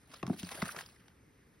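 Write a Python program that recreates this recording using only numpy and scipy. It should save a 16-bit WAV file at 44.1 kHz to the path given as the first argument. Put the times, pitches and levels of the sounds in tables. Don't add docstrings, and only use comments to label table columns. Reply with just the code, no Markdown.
import sys
import numpy as np
from scipy import signal
from scipy.fft import rfft, irfft
from scipy.io import wavfile
from scipy.ndimage import uniform_filter1d

SR = 44100
rng = np.random.default_rng(int(sys.argv[2]) if len(sys.argv) > 2 else 0)


def nominal_scale(level):
    x = np.asarray(level, float) / 20
    return 10 ** x


def wrap_up_sound(samples):
    columns = np.atleast_2d(samples).T
    tamed = np.clip(columns, -1, 1)
    steps = np.round(tamed * 32767).astype(np.int16)
    wavfile.write(sys.argv[1], SR, steps)


N = 70560

# (frequency [Hz], density [dB per Hz])
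ROOM_TONE = [(28, -11), (60, 0.5), (230, -8.5), (480, -14), (650, -24), (2000, -20.5), (3300, -32),
             (15000, -34)]
# (frequency [Hz], likeness [0-1])
ROOM_LIKENESS = [(100, 0.97), (300, 0.89), (520, 0.39), (900, 0.027), (2000, 0.88), (3000, 0.55),
                 (5000, 0.89), (8000, 0.58)]
# (frequency [Hz], likeness [0-1])
NEAR_LIKENESS = [(300, 1), (480, 0.89), (750, 0.75), (2000, 1), (3000, 0.19), (5000, 0.92), (8000, 0.99)]
ROOM_DB = -63

# (time [s], level [dB], low drag weight [dB])
HAND_EFFORT = [(0, -73.5, -4), (0.077, -74, -2), (.14, -60.5, 1), (.2, -65.5, -2), (.25, -81, 1),
               (.3, -60, -4), (0.359, -62, 1), (0.401, -46.5, -36), (.42, -55.5, -4.5), (.495, -55.5, -6.5),
               (.515, -51.5, -0.5), (.62, -51.5, 0.5), (.72, -49.5, -6.5), (.75, -58.5, 6.5),
               (0.8, -51.5, 0.5), (0.838, -60, -8), (1.0, -72, -1.5), (1.25, -95, 21)]
# (frequency [Hz], density [dB per Hz])
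RUB_TONE = [(150, -12.5), (520, -3.5), (1700, -5), (2400, -8.5), (3400, -10), (6500, -13.5), (10500, -11),
            (16000, -22.5)]
RUB_DB, DRAG_HZ = 3.5, 2130
GRAINS_PER_S, GRAIN_DB, GRAIN_SPREAD_DB = 450, 0.5, 3.5

# (time [s], level [dB], ring [Hz], t60 [s])
SNAPS = [(.032, -56, 207, 0.043), (.1425, -48.5, 1296, 0.034), (.143, -49, 5240, 0.023),
         (.184, -55, 4300, .01), (.2525, -51, 950, 0.015), (.3115, -46, 1250, 0.01),
         (.330, -46.5, 693, .02), (.3315, -49.5, 1570, 0.035), (.4295, -46, 1520, 0.016),
         (.4895, -42.5, 4050, 0.017), (.4898, -39, 1710, .013), (.512, -45, 694, 0.011),
         (.5165, -43.5, 1510, 0.011), (.5192, -37.5, 512, 0.022), (.523, -45, 900, 0.012),
         (.537, -44.5, 900, .02), (.547, -50, 2140, 0.033), (.555, -46.5, 646, 0.018),
         (.562, -48, 1200, 0.012), (.581, -45, 600, .03), (.589, -43, 800, 0.017), (.611, -48, 1410, .015),
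         (.642, -39, 1700, 0.018), (.6555, -34.5, 1650, 0.011), (.673, -41, 700, 0.018),
         (.6975, -37.5, 1400, 0.015), (.7457, -41, 617, 0.02), (.757, -46, 1300, .02),
         (.7645, -45, 5640, .015), (.7775, -43.5, 454, 0.028), (.7888, -31, 1750, .016),
         (.7895, -38.5, 3130, .01), (.796, -48, 5130, 0.011), (.8089, -33, 1215, .01),
         (.8145, -41.5, 5070, .01), (.8212, -44, 3000, .008), (.838, -50, 3120, .012),
         (.8616, -44, 5040, .015), (.993, -53, 226, .05), (1.008, -50.5, 192, .07), (.2985, -38, 700, .03),
         (.229, -36, 1150, .025), (.6245, -35, 800, .02), (.436, -42, 310, .04), (.3925, -46, 2500, 0.013),
         (1.082, -55.5, 2980, 0.014), (1.0825, -53, 1620, 0.013), (.888, -52.5, 1190, 0.017),
         (.83, -53, 523, .04)]
SNAP_RISE_TURNS, SNAP_SAG = 0.31, 0.094

# (time [s], level [dB], pitch [Hz], t60 [s], rise [s])
THUMPS = [(0.099, -59, 249, 0.12, 0.005), (.229, -31.5, 318, 0.043, 0.0044),
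          (.233, -29, 170, 0.032, 0.0026), (.254, -30, 133, 0.059, 0.0078),
          (.279, -28.5, 193, 0.047, 0.0029), (.298, -26, 246, 0.068, 0.0039),
          (.3, -18.5, 182, 0.049, 0.0056), (0.331, -29, 193, 0.045, 0.0097),
          (0.341, -32.5, 198, 0.017, 0.0047), (.402, -46, 217, 0.044, 0.003),
          (.430, -33, 181, 0.09, 0.0073), (.433, -37.5, 256, 0.041, 0.0049),
          (0.52, -48, 250, 0.035, 0.0037), (0.583, -43, 150, 0.063, 0.0067),
          (0.6283, -23.5, 175, 0.036, 0.0015), (.652, -48, 248, 0.047, 0.0022),
          (0.769, -34, 154, 0.029, 0.0078), (.235, -39.5, 101.5, 0.13, 0.0085),
          (.301, -37, 104, 0.07, 0.0019), (0.433, -43, 90.7, 0.071, 0.0027),
          (0.6252, -30, 495, 0.013, 0.00079), (0.629, -43.5, 105, 0.11, 0.0064),
          (.308, -32, 320, 0.055, 0.0045)]
# (frequency [Hz], level [dB], t60 [s])
BLOCK_MODES = [(690, -0.5, 0.024), (900, -25, 0.047), (1147, -19.5, 0.031), (398.3, 5, 0.042)]
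BLOCK_DB = -22
SETTLE, SETTLE_S = 0.57, 0.0023

# (time [s], level [dB], ring [Hz], length [s], treble share
# [dB])
TICKS = [(0.11, -56.5, 1350, 0.035, 3), (0.139, -45.5, 1200, 0.0091, 2),
         (0.2281, -31.5, 1190, 0.0049, -10.5), (0.231, -33, 690, 0.011, -43),
         (.266, -38.5, 1290, 0.0044, 0.5), (0.276, -41, 1010, 0.0047, -3), (0.297, -34.5, 690, 0.0062, -26),
         (0.331, -48, 1480, 0.012, -10), (0.387, -50, 2500, 0.028, 3), (0.4307, -36.5, 2480, 0.003, 2),
         (0.4895, -45.5, 1900, 0.0068, 8), (.512, -41, 900, 0.023, 2.5), (0.586, -43.5, 600, 0.0063, -10),
         (0.617, -34.5, 900, 0.0068, -11), (0.618, -39.5, 4100, 0.016, 3), (0.654, -40, 1470, 0.011, -3),
         (0.761, -37, 1390, 0.012, -3.5),
    (0.7876, -37.5, 1700, 0.0056, -0.5),
    (0.8084, -36.5, 1180, 0.0052, -2),
    (0.811, -60, 1970, 0.0038, -9),
    (0.836, -58, 3000, 0.0054, -8),
    (0.862, -53, 5100, 0.0049, 3),
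    (0.888, -55, 4860, 0.0054, 1),
    (0.961, -58, 1790, 0.0081, -16),
    (1.002, -63.5, 1590, 0.034, -15),
    (1.081, -56, 900, 0.0051, 5.5),
]
# (frequency [Hz], density [dB per Hz])
CRACK_TONE = [(200, -16), (1000, 2), (3000, 6), (6000, 3.5), (11000, -8), (16000, -11)]
TICK_RISE, TICK_Q, TICK_TAIL_S, TICK_TAIL_DB = 0.19, 1.95, 0.029, -20
SPIKY = 1.37

# (time [s], level [dB], pitch [Hz], length [s])
SKIDS = [
    (.6192, -31.5, 1833, 0.0061),
    (.6243, -22, 1320, 0.002),
    (.6885, -34.5, 1420, 0.0088),
    (.7455, -43, 820, 0.0051),
    (.720, -50, 5100, 0.0065),
    (.446, -45.5, 4500, 0.0073),
    (.152, -55, 3850, 0.021),
    (.2284, -39, 2970, 0.004),
]
SKID_WOBBLE = 0.17

ECHO_DB, ECHO_T60_S, ECHO_HZ = -14, 0.21, 3500

# (frequency [Hz], left lead [rad])
PORT_LEAD = [(100, 0), (1900, .1), (3000, 1.2), (5000, .1), (7400, 3.14), (10600, 6.28), (13600, 9.42),
             (16000, 12.5)]
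# (frequency [Hz], left minus right [dB])
PORT_PAN = [(100, .1), (400, .6), (800, 2.2), (1600, .2), (3800, -1.5), (6000, 0)]
# (from [Hz], to [Hz])
SUM_GAPS = [(6550, 8150), (12500, 14650)]
# (from [Hz], to [Hz])
DIFFERENCE_GAPS = [(1750, 1950), (5000, 5500), (9700, 11650), (15400, 17000)]
# (from [s], to [s])
BUSY = [(.124, .143), (.227, .234), (.264, .279), (.374, .401), (.428, .433), (.748, .818)]
GAP_DB, RAGGED_HZ = -40, 170
AIR_HZ, AIR_DB, AIR_STEP_HZ, AIR_STEP_DB = 14200, -85, 15150, 9
EDGE_HZ, LOW_CUT_HZ = 15850, 40


def evened(x):
    return x / np.sqrt(np.mean(x ** 2) + 1e-20)


def read(points, hz):
    f, value = np.transpose(points)
    return np.interp(np.log(hz + 1), np.log(f + 1), value)


def add(mix, s, sound):
    part = mix[round(s * SR):][:len(sound)]
    part += sound[:len(part)]


def colour(x, gain):
    hz = np.fft.rfftfreq(x.shape[-1], 1 / SR)
    return irfft(rfft(x) * gain(hz), x.shape[-1])


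def hiss(tone, patchy_db):
    a, b, patches = rng.standard_normal((N // 128 + 5, 257, 3)).T
    patches = uniform_filter1d(patches, size=8, axis=0)
    patches = evened(uniform_filter1d(patches, size=10, axis=1))
    grid = (a + 1j * b) * nominal_scale(patchy_db * patches)
    x = signal.istft(grid, nperseg=512, noverlap=384)[1][:N]
    return evened(colour(x, lambda f: nominal_scale(read(tone, f))))


def pair(x, other, likeness):
    def shared(f):
        return np.sqrt((1 + np.clip(read(likeness, f), 0, 1)) / 2)

    unlike = colour(other, lambda f: np.sqrt(1 - shared(f) ** 2 + 1e-12))
    return colour(x, shared) + np.array([unlike, -unlike])


def smear(x, t60, first):
    t = np.arange(round(0.4 * SR)) / SR
    tail = rng.standard_normal(len(t)) * nominal_scale(-60 * t / t60) * (t > first)
    return signal.fftconvolve(x, tail / np.linalg.norm(tail))[:N]


def room():
    left_and_right = pair(hiss(ROOM_TONE, patchy_db=1.2), hiss(ROOM_TONE, patchy_db=1.2), ROOM_LIKENESS)
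    return nominal_scale(ROOM_DB) * left_and_right


def rustle():
    at, db, drag_db = np.transpose(HAND_EFFORT)
    t = np.arange(N) / SR
    size = nominal_scale(GRAIN_SPREAD_DB * np.minimum(rng.exponential(1, N), 4))
    size = size * (rng.random(N) < GRAINS_PER_S / SR)
    decay = np.exp(-np.arange(400) / SR / 0.004)
    catches = evened(signal.fftconvolve(size, decay)[:N])
    lift_off = np.clip((at[-1] - t) / 0.18, 0, 1)
    effort = lift_off * nominal_scale(RUB_DB + np.interp(t, at, db))
    shape = effort * evened(1 + nominal_scale(GRAIN_DB) * catches)
    both = pair(hiss(RUB_TONE, patchy_db=3.0), hiss(RUB_TONE, patchy_db=-0.5), NEAR_LIKENESS)
    drag = colour(both, lambda f: 1 / (1 + (f / DRAG_HZ) ** 6))
    return shape * (both - drag + nominal_scale(np.interp(t, at, drag_db)) * drag)


def snaps():
    out, t = np.zeros(N), np.arange(4096) / SR
    for s, db, hz, t60 in SNAPS:
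        turns = hz * t * (1 - SNAP_SAG * np.minimum(t / t60, 1))
        ring = np.sin(2 * np.pi * turns) + 0.29 * np.sin(2 * np.pi * 1.25 * turns)
        rise = 1 - np.exp(-t * hz / SNAP_RISE_TURNS)
        add(out, s, nominal_scale(db - 60 * t / t60) * rise * ring)
    return out


def thumps():
    out, t = np.zeros(N), np.arange(round(0.25 * SR)) / SR
    for s, db, hz, t60, rise in THUMPS:
        turns = hz * (t + SETTLE * SETTLE_S * (1 - np.exp(-t / SETTLE_S)))
        swell = 1 - np.exp(-(t / rise) ** 2)
        top = swell * nominal_scale(-60 * t / t60) * np.sin(2 * np.pi * turns)
        f, mode_db, mode_t60 = np.transpose(BLOCK_MODES)[:, :, None]
        f = f * rng.uniform(0.883, 1.034, f.shape)
        modes = nominal_scale(BLOCK_DB + mode_db - 60 * t / mode_t60) * np.sin(2 * np.pi * f * t)
        add(out, s, nominal_scale(db + 5.0) * (top + modes.sum(0)))
    return out


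def ticks():
    out, t = np.zeros(N), np.arange(4096) / SR
    for s, db, hz, length, treble_db in TICKS:
        push = rng.standard_normal((2, len(t)))
        u = t / length
        tail = nominal_scale(TICK_TAIL_DB) * np.exp(-t / TICK_TAIL_S)
        shape = np.minimum(u / TICK_RISE, 1) * (np.exp(-u ** 2 * 2) + tail)
        push = np.sign(push) * abs(push) ** SPIKY * shape
        b, a = signal.iirpeak(hz, TICK_Q, SR)
        ring = signal.lfilter(b, a, signal.lfilter(b, a, push[0]))
        crack = evened(colour(np.roll(push[1], 64), lambda f: nominal_scale(read(CRACK_TONE, f))))
        sound = evened(ring) + nominal_scale(treble_db) * np.roll(crack, -64)
        add(out, s, nominal_scale(db - 6) * np.sqrt(np.mean(shape ** 2)) * sound)
    return out


def skids():
    out = np.zeros(N)
    for s, db, hz, length in SKIDS:
        u = np.arange(round(length * SR)) / (length * SR)
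        waver = evened(uniform_filter1d(rng.standard_normal(1024), size=40))[:len(u)]
        turns = np.cumsum(hz * (1 + SKID_WOBBLE * waver)) / SR
        add(out, s, nominal_scale(db) * np.sin(np.pi * u ** 0.8) * np.sin(2 * np.pi * turns))
    return out


def scene():
    hits = thumps() + ticks() + skids() + snaps()
    near = pair(hits, smear(hits, 0.018, 0), NEAR_LIKENESS)
    echo = pair(smear(hits, ECHO_T60_S, 0.012), smear(hits, ECHO_T60_S, 0.0059), ROOM_LIKENESS)
    echo = colour(echo, lambda f: 1 / np.sqrt(1 + (f / ECHO_HZ) ** 2))
    return near + nominal_scale(ECHO_DB) * echo + rustle() + room()


def sum_difference_gaps(x):
    sum_and_difference = np.array([x[0] + x[1], x[0] - x[1]]) / 2
    hz, t, z = signal.stft(sum_and_difference, SR, nperseg=512, noverlap=384)
    hz = hz[:, None]
    calm = ~np.any([(t > a) & (t < b) for a, b in BUSY], axis=0)
    wander = np.repeat(rng.standard_normal((len(t) // 8 + 1, 2)), 8, axis=0)[:len(t)].T
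    low, high = RAGGED_HZ * wander

    def inside(gaps):
        return np.any([(hz > a + low) & (hz < b + high / 2) for a, b in gaps], axis=0) & calm

    top = hz > AIR_HZ
    air = uniform_filter1d((abs(z[0, top[:, 0]]) ** 2).sum(0), size=8)
    air = air * nominal_scale(wander[1] * 4.7)
    faint = top & (air < nominal_scale(2 * (AIR_DB + AIR_STEP_DB * (hz < AIR_STEP_HZ))))
    drop = np.array([inside(SUM_GAPS) | faint, inside(DIFFERENCE_GAPS)])
    z = z * np.where(drop, nominal_scale(GAP_DB), 1)
    mid, side = signal.istft(z, SR, nperseg=512, noverlap=384)[1][:, :N]
    return np.array([mid + side, mid - side])


def band_limit(x):
    return signal.sosfilt(signal.butter(12, 16460, fs=SR, output="sos"), x)


def record(dry):
    side = np.array([[0.5], [-0.5]])

    def port(f):
        phase_and_level = np.exp(1j * side * read(PORT_LEAD, f)) * nominal_scale(side * read(PORT_PAN, f))
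        return phase_and_level * (f < EDGE_HZ) * f ** 2 / (f ** 2 + LOW_CUT_HZ ** 2)

    mix = sum_difference_gaps(colour(dry, port))
    return band_limit(mix)


dry = scene()
out = record(dry)
wrap_up_sound(out)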